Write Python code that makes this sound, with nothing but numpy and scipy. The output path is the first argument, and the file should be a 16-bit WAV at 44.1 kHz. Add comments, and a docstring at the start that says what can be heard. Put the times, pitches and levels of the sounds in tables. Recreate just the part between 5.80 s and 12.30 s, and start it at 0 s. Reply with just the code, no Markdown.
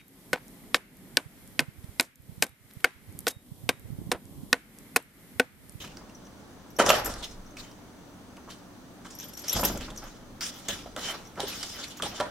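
"""A cat works at a hollow panel door in a small tiled hallway, heard in stereo from close by.
A few claw ticks and a hiss of sliding come first; at 1 s a leap knocks the panels hard and the collar bell jingles.
Light touches follow, then from 3.2 s a second flurry with more jingling, and from 4.6 s scattered paws and scratches.
Blows ring panel and bell modes, grains of noise make ticks and slides, slow sways shake the leaf.
Throughout lie the hum of the house, in shaped noise, and a thin whine, a wavering sine."""
import sys
import numpy as np
from scipy import signal
from scipy.fft import rfft, irfft, next_fast_len
from scipy.io import wavfile

SR = 44100
rng = np.random.default_rng(int(sys.argv[2]) if len(sys.argv) > 2 else 0)


def gain_from_db(level_db):
    """Turn a decibel level (scalar or array-like) into a linear amplitude factor."""
    decades = np.asarray(level_db, float) / 20
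    return 10 ** decades


def dump(signal):
    """Clip the signal to [-1, 1] and save it as 16-bit WAV at the path in sys.argv[1]."""
    limited = np.clip(np.atleast_2d(signal).T, -1, 1)
    pcm = np.round(limited * 32767).astype(np.int16)
    wavfile.write(sys.argv[1], SR, pcm)


N = 286864


def door(rumble_db):
    """Every knock drives all panel modes afresh, most of all those near its place; rubbing drives the upper ones."""
    # blows of paws and knob: t/s, level/dB, brightness/(dB per octave around 600 Hz), favoured mode f/Hz
    knocks = [(0.038, -38.5, 8, 393), (0.987, -19, -12, 523), (0.995, -13, -7, 1320), (1.016, -20, -6, 535),
              (1.039, -20, -22, 630), (1.063, -18, -7, 740), (1.087, -14, -7, 604), (1.101, -6, 6, 670),
              (1.134, -17, -3, 680), (1.149, -28, -1, 664), (1.176, -26, -3, 810), (1.209, -30, 0, 810),
              (1.259, -30, 5, 1400), (1.276, -26, -18, 231), (2.569, -43, 20, 900), (2.675, -39, 4, 1150),
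              (3.249, -37.5, 2, 1500), (3.429, -46, 5, 620), (3.639, -39, -10, 250), (3.756, -27, -23, 390),
              (3.764, -20, -16, 220), (3.79, -24.5, 1, 597), (3.83, -14, -13, 213), (3.842, -21.5, -5, 604),
              (3.852, -27, -26, 280), (3.897, -22.5, -20, 223), (3.949, -28.5, -33, 300),
              (4.008, -54, -8, 302), (4.078, -36, -3, 1150), (4.114, -39, -13, 236), (4.217, -43, 10, 1370),
              (4.262, -38, 16, 1260), (4.61, -32.5, 15, 1380), (4.885, -28, -4, 594), (5.057, -32, -9, 704),
              (5.163, -24, 8, 600), (5.219, -51, 0, 850), (5.574, -26.5, -9, 1250), (5.594, -25, -19, 800),
              (5.63, -25.5, -16, 380), (6.197, -28, 8, 1350), (6.225, -29, -12, 595), (6.243, -32, -6, 610),
              (6.259, -28.5, -10, 790), (6.381, -41, 3, 1280), (6.4, -17.5, 6, 630), (6.41, -21.5, 0, 970)]
    # modes of the door panels: f/Hz, level/dB, t60/s
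    panels = [(206.2, -20, 0.6), (231.6, -10, 0.18), (293, -5, 0.1), (393, -2, 0.043), (480, -8, .05),
              (520, -7, 0.029), (576, -1, 0.11), (639.4, 2.5, 0.1), (715, 1.5, 0.055), (820, 6.5, 0.047),
              (970, 6, 0.059), (1116, -15, 0.15), (1087, -9.5, 0.14), (1180, 5.5, 0.027), (1341, 9, 0.026),
              (1569, -1.5, 0.016), (1580, -22, 0.055), (1844, -6.5, 0.25), (2200, -29, 0.0085)]
    hz, mode_db, t60 = np.transpose(panels)
    out = np.zeros(N)
    for s, peak_db, bright_db, place_hz in knocks:
        # a softer blow stays longer in contact: 0.37 dB of time per dB
        push_ms = 3.06 * gain_from_db(0.37 * (-12.5 - peak_db))
        force = contact(push_ms, rise_ms=0.95 * push_ms)
        level_chance, pitch_chance = rng.standard_normal((2, len(panels)))
        favour_db = 13 * np.exp(-(np.log2(hz / place_hz) / 0.22) ** 2)
        # the lowest panels answer little unless favoured
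        favour_db = np.where(hz < 340, 2 * favour_db - 14.5, favour_db)
        tilt_db = bright_db * np.clip(np.log2(hz / 600), -.3, 1)
        db = mode_db + 0.84 * level_chance + tilt_db + favour_db
        # the panels hold many close modes: each blow picks slightly different ones
        picked_hz = hz * (1 + 0.029 * pitch_chance)
        sound = sum(gain_from_db(d) * peak_one(ring(force, f, t)) for d, f, t in zip(db, picked_hz, t60))
        add(out, s, gain_from_db(peak_db) * peak_one(sound))
    rub = rng.standard_normal(N) * gain_from_db(3.0 * wander(60))
    # under a rubbing paw the modes die twice as fast
    rumble = sum(gain_from_db(d) * rms_one(ring(rub, f, t / 2)) for f, d, t in panels if f > 450)
    return band(out + gain_from_db(rumble_db) * rms_one(rumble), 203, 7000)


def claws():
    """Each tick is a short skid of rough grains: a hump at its centre, a wide body and an airy top."""
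    # ticks on paint, metal and tile: t/s, body level/dB, centre f/Hz, top against body/dB, skid decay/ms
    ticks = [(0.046, -34, 2500, -26, 6.9), (0.075, -41, 2500, -15, 6.6), (0.17, -33.5, 4700, -8, 3.1),
             (0.295, -45.5, 2820, -22, 8.9), (0.468, -49, 2880, -21, 4), (0.986, -26, 9540, 0, 5),
             (0.9926, -22.5, 2860, -38, 8.2), (1.0131, -21.5, 2500, -38.5, 3),
             (1.0622, -14, 5300, -29, 3.6), (1.0909, -8.5, 3000, -10, 4.6), (1.1018, -4, 2780, -8, 4.2),
             (1.1394, -21, 2400, -23, 6.6), (1.169, -29, 2630, -17.5, 4.1), (1.256, -26, 7860, -1, 8.3),
             (1.338, -28, 4750, -32, 4.3), (1.4256, -31, 3700, -28, 15), (1.4427, -31.5, 5330, -25, 5.7),
             (1.508, -42, 5470, -21, 13), (1.7678, -32, 2420, -9, 5.1), (1.9123, -43.5, 4880, -6, 5.2),
             (2.5667, -40.5, 2480, -31, 5.6), (2.6999, -37, 3440, -30, 14), (2.7188, -40, 4350, -18, 7.8),
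             (3.247, -42, 2200, -13, 4.6), (3.263, -45, 6070, -24, 9.4), (3.3032, -39, 6100, -34, 11),
             (3.4, -25, 5600, -32, 1.5), (3.4276, -35.5, 5800, -24, 4.7), (3.5342, -39, 7600, -22, 5.1),
             (3.5725, -37, 5730, -31, 6.0), (3.637, -33, 4870, -21, 12), (3.68, -23, 5430, -34, 7.6),
             (3.7209, -26, 3320, -29, 20), (3.7658, -22, 5400, -26, 6.2), (3.834, -21.5, 2610, 3, 8.9),
             (3.85, -21, 5800, 6.5, 7.5), (3.8994, -45, 5680, -8, 6.0), (3.9738, -28, 6550, -3, 2.9),
             (4.0069, -29.5, 2780, -9, 13.6), (4.102, -33.5, 3240, -40, 7.7), (4.16, -34.5, 5900, -29, 6.0),
             (4.183, -46, 5460, -35, 3.9), (4.6073, -21.5, 4900, -4, 10), (4.7386, -37, 5400, -8, 5.6),
             (4.8838, -18.5, 6430, -8, 5.4), (4.9056, -27, 3230, -17, 4.2), (5.163, -24.5, 3180, -33, 2.5),
             (5.192, -32, 3500, -19, 3.5), (5.5555, -43, 2230, -20, 5.7), (5.6024, -20, 3380, -36, 3.4),
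             (5.677, -35, 3280, -1, 15), (5.8282, -22, 4800, -45, 5.9), (6.0398, -32.5, 2510, -31, 8.3),
             (6.1692, -35, 6180, -1, 12), (6.1927, -34, 2920, -9, 2.9), (6.222, -18.5, 3100, -23, 2.8),
             (6.2485, -32, 3700, -25, 11), (6.399, -25.5, 3500, -14, 7.5), (6.408, -25.5, 3300, -7, 3.3)]
    out = np.zeros(N)
    for s, peak_db, hz, top_db, skid_ms in ticks:
        force = contact(skid_ms, rise_ms=0.18 * skid_ms)
        body = band(force, hz / 1.14, hz * 1.2) + .5 * band(force, 1060, 8070)
        top = band(force, 5400, 20400)
        add(out, s, gain_from_db(peak_db) * (peak_one(body) + gain_from_db(top_db) * peak_one(top)))
    return out


def bell():
    """Each blow of the pea is a touch and a weaker bounce; it reaches every mode with a strength of its own."""
    # blows in the collar bell: t/s, then level/dB of the main, low and top family
    jingles = [(0.022, -48, -51, -59), (0.347, -75, -45, -75), (0.449, -75, -49, -75),
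               (0.902, -56, -51.5, -48), (0.9633, -55, -35.5, -50), (1.0908, -21, -22.5, -34),
               (1.15, -35, -36, -40), (1.182, -37, -48, -42), (1.2447, -26.5, -36, -35),
               (1.2584, -26.5, -48, -43), (1.661, -66, -46.5, -72), (1.704, -64, -45, -67),
               (3.3487, -42, -43, -56), (3.3856, -44, -34, -42), (3.404, -38, -38.5, -39),
               (3.4386, -43, -43, -46), (3.482, -45, -50, -47), (3.5343, -41, -39.5, -52),
               (3.5724, -35.5, -35.5, -46), (3.616, -43, -47.5, -57), (3.6808, -32, -23.5, -39),
               (3.693, -31, -20, -35), (3.727, -16, -38, -28), (3.771, -35, -46, -48),
               (3.795, -36, -49, -31), (3.8082, -29, -39, -33), (3.8486, -18.5, -25, -16),
               (3.8644, -46, -45, -48), (3.919, -39, -53, -39), (3.974, -44, -50, -50),
               (4.1728, -54, -31, -47), (4.2368, -56, -48, -46), (5.4494, -66, -46, -69),
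               (5.47, -61, -41, -61), (5.68, -40, -45, -36), (6.0806, -49, -46, -55),
               (6.2786, -50, -48, -45)]
    # bell modes in four families (main, low, middle, top): f/Hz, level/dB, t60/s
    families = [
        [(11465, -3, 0.059), (11630, -5.5, 0.045)],
        [(5596, -6, 0.029), (5810, -7, 0.037), (6350, -11, 0.039)],
        [(7250, 3, 0.036)],
        [(12075, -0.5, .044), (12260, -8, 0.035)],
    ]
    out = np.zeros(N)
    for s, main_db, low_db, top_db in jingles:
        touch = contact(1.77, rise_ms=0.95)
        bounce = np.roll(contact(0.91, rise_ms=0.48), rng.integers(150, 900))   # delay in samples
        force = touch + 0.63 * bounce
        middle_db = main_db - 15.5
        for modes, peak_db in zip(families, [main_db, low_db, middle_db, top_db]):
            for hz, db, t60 in modes:
                pitch_chance, level_chance = rng.standard_normal(2)
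                sound = ring(force, hz * (1 + 0.003 * pitch_chance), t60)
                sound = band(sound, hz * .96, hz * 1.04)
                add(out, s, gain_from_db(peak_db + db + 3.1 * level_chance) * peak_one(sound))
    return out


def strokes():
    """Hiss dB, rumble dB and rasp Hz of the stroke under way; each slides until the next takes hold."""
    # pads and claws slide over the door: t/s, hiss level/dB, fade/(dB/s, negative grows),
    # wood rumble level/dB, rasp f/Hz
    slides = [(0.0, -40, 165, -57, 3250), (0.165, -59, 150, -51, 4500), (0.987, -27, 268, -19.5, 3230),
              (1.049, -36.5, -150, -30.5, 4500), (1.091, -31, 100, -23.5, 3100),
              (1.249, -41.5, 78, -37, 4550), (1.423, -41.5, 163, -49, 4440), (1.77, -41.5, 168, -53, 2880),
              (2.69, -48, 198, -63, 3300), (3.246, -50, 200, -62, 3500), (3.3, -52, 60, -69, 5500),
              (3.39, -48, 102, -63, 5700), (3.568, -45.5, 152, -78, 5930), (3.64, -47.5, -100, -56, 5350),
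              (3.75, -32.5, 155, -32.5, 5100), (3.83, -31.5, 123, -34.5, 4930),
              (3.998, -42, 117, -48, 3080), (4.172, -43.5, 297, -49, 5790), (4.22, -49, 104, -47, 4040),
              (4.606, -35.5, 44, -59, 5070), (4.689, -45.5, 160, -55, 4950), (4.74, -52.5, 15, -58, 4840),
              (4.883, -34, 125, -44.5, 4100), (5.168, -38.5, 250, -38.5, 3370),
              (5.2, -40, -55, -46.5, 3230), (5.302, -39, 72, -40.5, 3400), (5.343, -44.5, 118, -47, 3600),
              (5.56, -58, -300, -47.5, 2500), (5.595, -36, 136, -38.5, 4050), (5.668, -37, 40, -48.5, 3745),
              (5.827, -36, 195, -46, 4000), (5.89, -47, -110, -60, 4530), (5.96, -39.5, 59, -46.5, 3500),
              (6.04, -44.5, 81, -58, 3500), (6.22, -31.5, 152, -35.5, 3690), (6.34, -45, -4, -47, 3640),
              (6.4, -47, 113, -37, 3740)]
    s, hiss_db, fade, wood_db, rasp_hz = np.transpose(slides)
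    t = np.arange(N) / SR
    now = np.maximum(np.searchsorted(s, t, "right") - 1, 0)
    faded_db = fade[now] * (t - s[now])
    # the rumble fades almost like the hiss
    gains = gain_from_db(np.array([hiss_db[now] - faded_db, wood_db[now] - 1.04 * faded_db]))
    grip_s = .007   # time constant in which a stroke takes hold
    r = np.exp(-1 / (grip_s * SR))
    hiss_db, rumble_db = 20 * np.log10(signal.lfilter([1 - r], [1, -r], gains) + 1e-9)
    return hiss_db, rumble_db, rasp_hz[now]


def slide(hiss_db, rasp_hz):
    """Dense grains of fur and claw on paint, catching unevenly; the claw tip rasps at a pitch set by its angle."""
    # hiss of the paint: f/Hz, relative level/(dB per Hz)
    paint = [(880, -22), (1500, -5), (2340, -9.5), (3170, -3.5), (3980, -9.5), (5240, -6.5), (8010, -11),
             (8660, -10), (10300, -17.5), (12100, -13.5), (15800, -23.5)]
    # the painted skin rings under a sliding claw: f/Hz, level/dB, t60/s
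    skin_modes = [(3105, 0, 0.03), (3500, -16, 0.016), (3947, -10, 0.019), (4950, -3, 0.0084),
                  (5220, -4.5, 0.034), (5580, -5, .02)]
    catch_db = 2.0 * wander(90)
    grain_db = 2.0 * np.minimum(rng.exponential(1, N), 5)
    grains = rng.standard_normal((2, 2, N)) * gain_from_db(grain_db + catch_db)
    likeness = [(1500, 0.71), (4000, 0.52), (15000, 0.12)]   # f/Hz, left-right likeness
    hiss = coloured(grains, paint, likeness, patchy_db=4.0, rasp_hz=rasp_hz, rasp_db=8.0)
    skin = 0
    for hz, db, t60 in skin_modes:
        away_db = 17.0 * np.abs(np.log2(hz / rasp_hz))   # modes away from the rasp ring less
        skin = skin + gain_from_db(db + 5.5 * wander(14) - away_db) * rms_one(ring(grains[0], hz, t60))
    skin = skin[0] + 0.31 * skin[1] * [[1], [-1]]
    return gain_from_db(hiss_db) * (hiss + gain_from_db(-7.5) * skin)


def shudder(sway_hz, deep_hz):
    """The cat's weight jolts the leaf in its frame: two slow sways, each a sine with noise, and a dull thud."""
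    # jolts of the leaf: t/s, sway level/dB, thud level/dB, swell/s
    jolts = [(0.0, -55, -47.5, 0.0033), (1.0, -44.5, -41.5, 0.086), (1.2, -44.5, -53, 0.07),
             (3.74, -36, -34, 0.014), (3.84, -49.5, -46, 0.074), (4.87, -51.5, -45, 0.018),
             (5.16, -76, -53, 0.017), (5.57, -54.5, -51, 0.035), (6.2, -57, -46, 0.028),
             (6.39, -75, -56, .02)]
    sway_gain = deep_gain = thud_gain = 0
    for s, sway_db, thud_db, swell_s in jolts:
        sway_gain = sway_gain + swell_and_fade(s, sway_db, swell_s, 64)
        # the deep sway is weaker, later and longer
        deep_gain = deep_gain + swell_and_fade(s, sway_db - 11.5, swell_s + 0.22, 29)
        thud_gain = thud_gain + swell_and_fade(s, thud_db, swell_s, 57.5)
    t, noise = np.arange(N) / SR, rng.standard_normal((3, N))
    sway = np.sqrt(2) * np.sin(2 * np.pi * sway_hz * t) + .5 * rms_one(band(noise[0], 50, 110))
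    deep = np.sqrt(2) * np.sin(2 * np.pi * deep_hz * t) + 1.1 * rms_one(band(noise[1], 16.4, 40))
    thud = rms_one(band(noise[2], 49, 285))
    return sway_gain * sway + deep_gain * deep + thud_gain * thud


def hall(x):
    """Sound between the walls: eight feedback delays a side, duller on every round."""
    t60_s, wall_cut_hz = 0.4, 10500   # t60 of the bass; the treble dies sooner
    size = next_fast_len(N + SR)
    turn = np.exp(-2j * np.pi * np.arange(size // 2 + 1) / size)   # one sample of delay
    dull = np.exp(-2 * np.pi * wall_cut_hz / SR)
    response = np.zeros((2, len(turn)), complex)
    for k, lag in enumerate((rng.uniform(.006, .03, 16) * SR).astype(int)):
        loss = gain_from_db(-60 * lag / SR / t60_s)
        loop = loss * turn ** lag * (1 - dull) / (1 - dull * turn)
        response[k % 2] += loop / (1 - loop) * (-1) ** (k // 2)
    return irfft(rfft(x, size) * response, size)[:, :N]


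def house():
    """Nearly steady hum and hiss of shaped noise with a few humps, and a thin whine of a wavering sine."""
    # spectrum of the hum: f/Hz, relative level/(dB per Hz)
    hum = [(12, -41), (20, -7), (77, -4), (113, -4), (150, -11), (177, -1), (248, -3.5), (347, -5),
           (388, -8.5), (678, -10), (1370, -15.5), (2670, -25), (2910, -23), (6180, -26.5), (16000, -35.5)]
    # left-right likeness of the hum: f/Hz, likeness (held within 0 to 1)
    hum_likeness = [(60, 0.62), (180, 0.73), (550, 0.67), (1650, 0.33), (4970, -3.6), (15000, 0.59)]
    # humps in the hum: f/Hz, width/Hz, level/dB
    humps = [(121.5, 17, -63), (186.6, 27, -60), (244.3, 18, -60.5), (291.3, 24, -60.5), (6380, 680, -76)]
    out = gain_from_db(-50) * coloured(rng.standard_normal((2, 2, N)), hum, hum_likeness, patchy_db=0.86)
    for hz, width_hz, db in humps:
        out = out + gain_from_db(db) * rms_one(band(rng.standard_normal(N), hz - width_hz / 2, hz + width_hz / 2))
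    turns = np.cumsum(6035 + 6.15 * wander(30)) / SR   # whine around 6035 Hz
    whine = np.sqrt(2) * np.sin(2 * np.pi * turns)
    return out + gain_from_db(-74 + 1.8 * wander(18)) * whine


def contact(length_ms, rise_ms):
    """A rough contact: uneven grains that swell quickly and die away, both with the given time constants."""
    t = np.arange(6144) / SR
    grains = rng.standard_normal(len(t)) * gain_from_db(2.0 * np.minimum(rng.exponential(1, len(t)), 5))
    return grains * (1 - np.exp(-1000 * t / rise_ms)) * np.exp(-1000 * t / length_ms)


def ring(force, hz, t60):
    """A two-pole resonator: a unit click sets a sine of height 1 ringing, 60 dB down after t60 seconds."""
    r, w = gain_from_db(-60 / (t60 * SR)), 2 * np.pi * hz / SR
    return signal.lfilter([0, np.sin(w)], [1, -2 * r * np.cos(w), r * r], force + 1e-18)


def coloured(white, spectrum, likeness, patchy_db, rasp_hz=1000, rasp_db=0):
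    """Third-octave bands of stereo noise, each with its level, patches and likeness, and a moving hump; rms 1."""
    out, edges = 0, 18 * 2 ** (np.arange(31) / 3)
    for k, (low, high) in enumerate(zip(edges, edges[1:])):
        mid, side = band(white[k % 2], low, high)
        hz = np.sqrt(low * high)
        alike = np.clip(at_hz(likeness, hz), 0, 1)
        wide = np.sqrt(1 + alike) * mid + np.sqrt(1 - alike) * side * [[1], [-1]]
        hump_db = rasp_db * np.exp(-(np.log2(hz / rasp_hz) / 1.74) ** 2)
        out = out + gain_from_db(at_hz(spectrum, hz) + hump_db + patchy_db * wander(25)) * wide
    return rms_one(out)


def swell_and_fade(s, peak_db, swell_s, fade_db_per_s):
    """Gain that swells to its peak, then falls steadily in dB."""
    t = np.arange(N) / SR - s
    return np.clip(t / swell_s, 0, 1) * gain_from_db(peak_db - fade_db_per_s * np.maximum(t - swell_s, 0))


def wander(rate):
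    """Slow chance: normal random knots of spread 1, rate of them a second, joined by lines."""
    knots = rng.standard_normal(int(N / SR * rate) + 2)
    return np.interp(np.arange(N) * rate / SR, np.arange(len(knots)), knots)


def band(x, low_hz, high_hz):
    """Gentle band-pass."""
    return signal.sosfilt(signal.butter(2, [low_hz, min(high_hz, .45 * SR)], "band", fs=SR, output="sos"), x)


def at_hz(points, hz):
    """Read a table on a log-frequency axis."""
    table_hz, values = np.transpose(points)
    return np.interp(np.log(hz), np.log(table_hz), values)


def add(out, s, sound):
    """Mix a short sound in at a time in seconds."""
    i = round(s * SR)
    out[..., i:i + sound.shape[-1]] += sound[..., :N - i]


def peak_one(x):
    """Scale to unit peak."""
    return x / np.abs(x).max()


def rms_one(x):
    """Scale to unit rms."""
    return x / np.sqrt(np.mean(x ** 2) + 1e-20)


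def scene():
    """All sources at the door, close to the microphones, with the hall around them and the house below."""
    hiss_db, rumble_db, rasp_hz = strokes()
    wood, taps, jingle = door(rumble_db), claws(), bell()
    # left and right gains in dB: wood and claws a little right, bell left
    near = wood * gain_from_db([[-.5], [.5]]) + taps * gain_from_db([[-.7], [.7]]) + jingle * gain_from_db([[1.5], [-1.5]])
    near = near + slide(hiss_db, rasp_hz)
    left, right = near + gain_from_db(-18) * hall(wood + taps + jingle)
    mid, side = (left + right) / 2, (left - right) / 2
    # close microphone ports: the bass of both sides is drawn together, the treble spread
    side = signal.lfilter(*signal.butter(1, 2000.0, "high", fs=SR), side) + 0.57 * side
    # the door lies a little right: the left port hears it later
    port_lag_s = .000014
    turn = np.exp(-2j * np.pi * np.fft.rfftfreq(N, 1 / SR) * port_lag_s)
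    late_left = irfft(rfft(mid + side) * turn, N)
    return np.array([late_left, mid - side]) + shudder(sway_hz=47.0, deep_hz=23.2) + house()


def band_limit(x):
    """A steep low-pass at the top of the band."""
    return signal.sosfilt(signal.butter(12, 16940, fs=SR, output="sos"), x)


def record(dry):
    """The top of the mix is cut steeply, 40 dB down from 16536 Hz."""
    cut = signal.sosfilt(signal.cheby2(10, 40, 16536, fs=SR, output="sos"), dry)
    return band_limit(cut)


dry = scene()
out = record(dry)
dump(out)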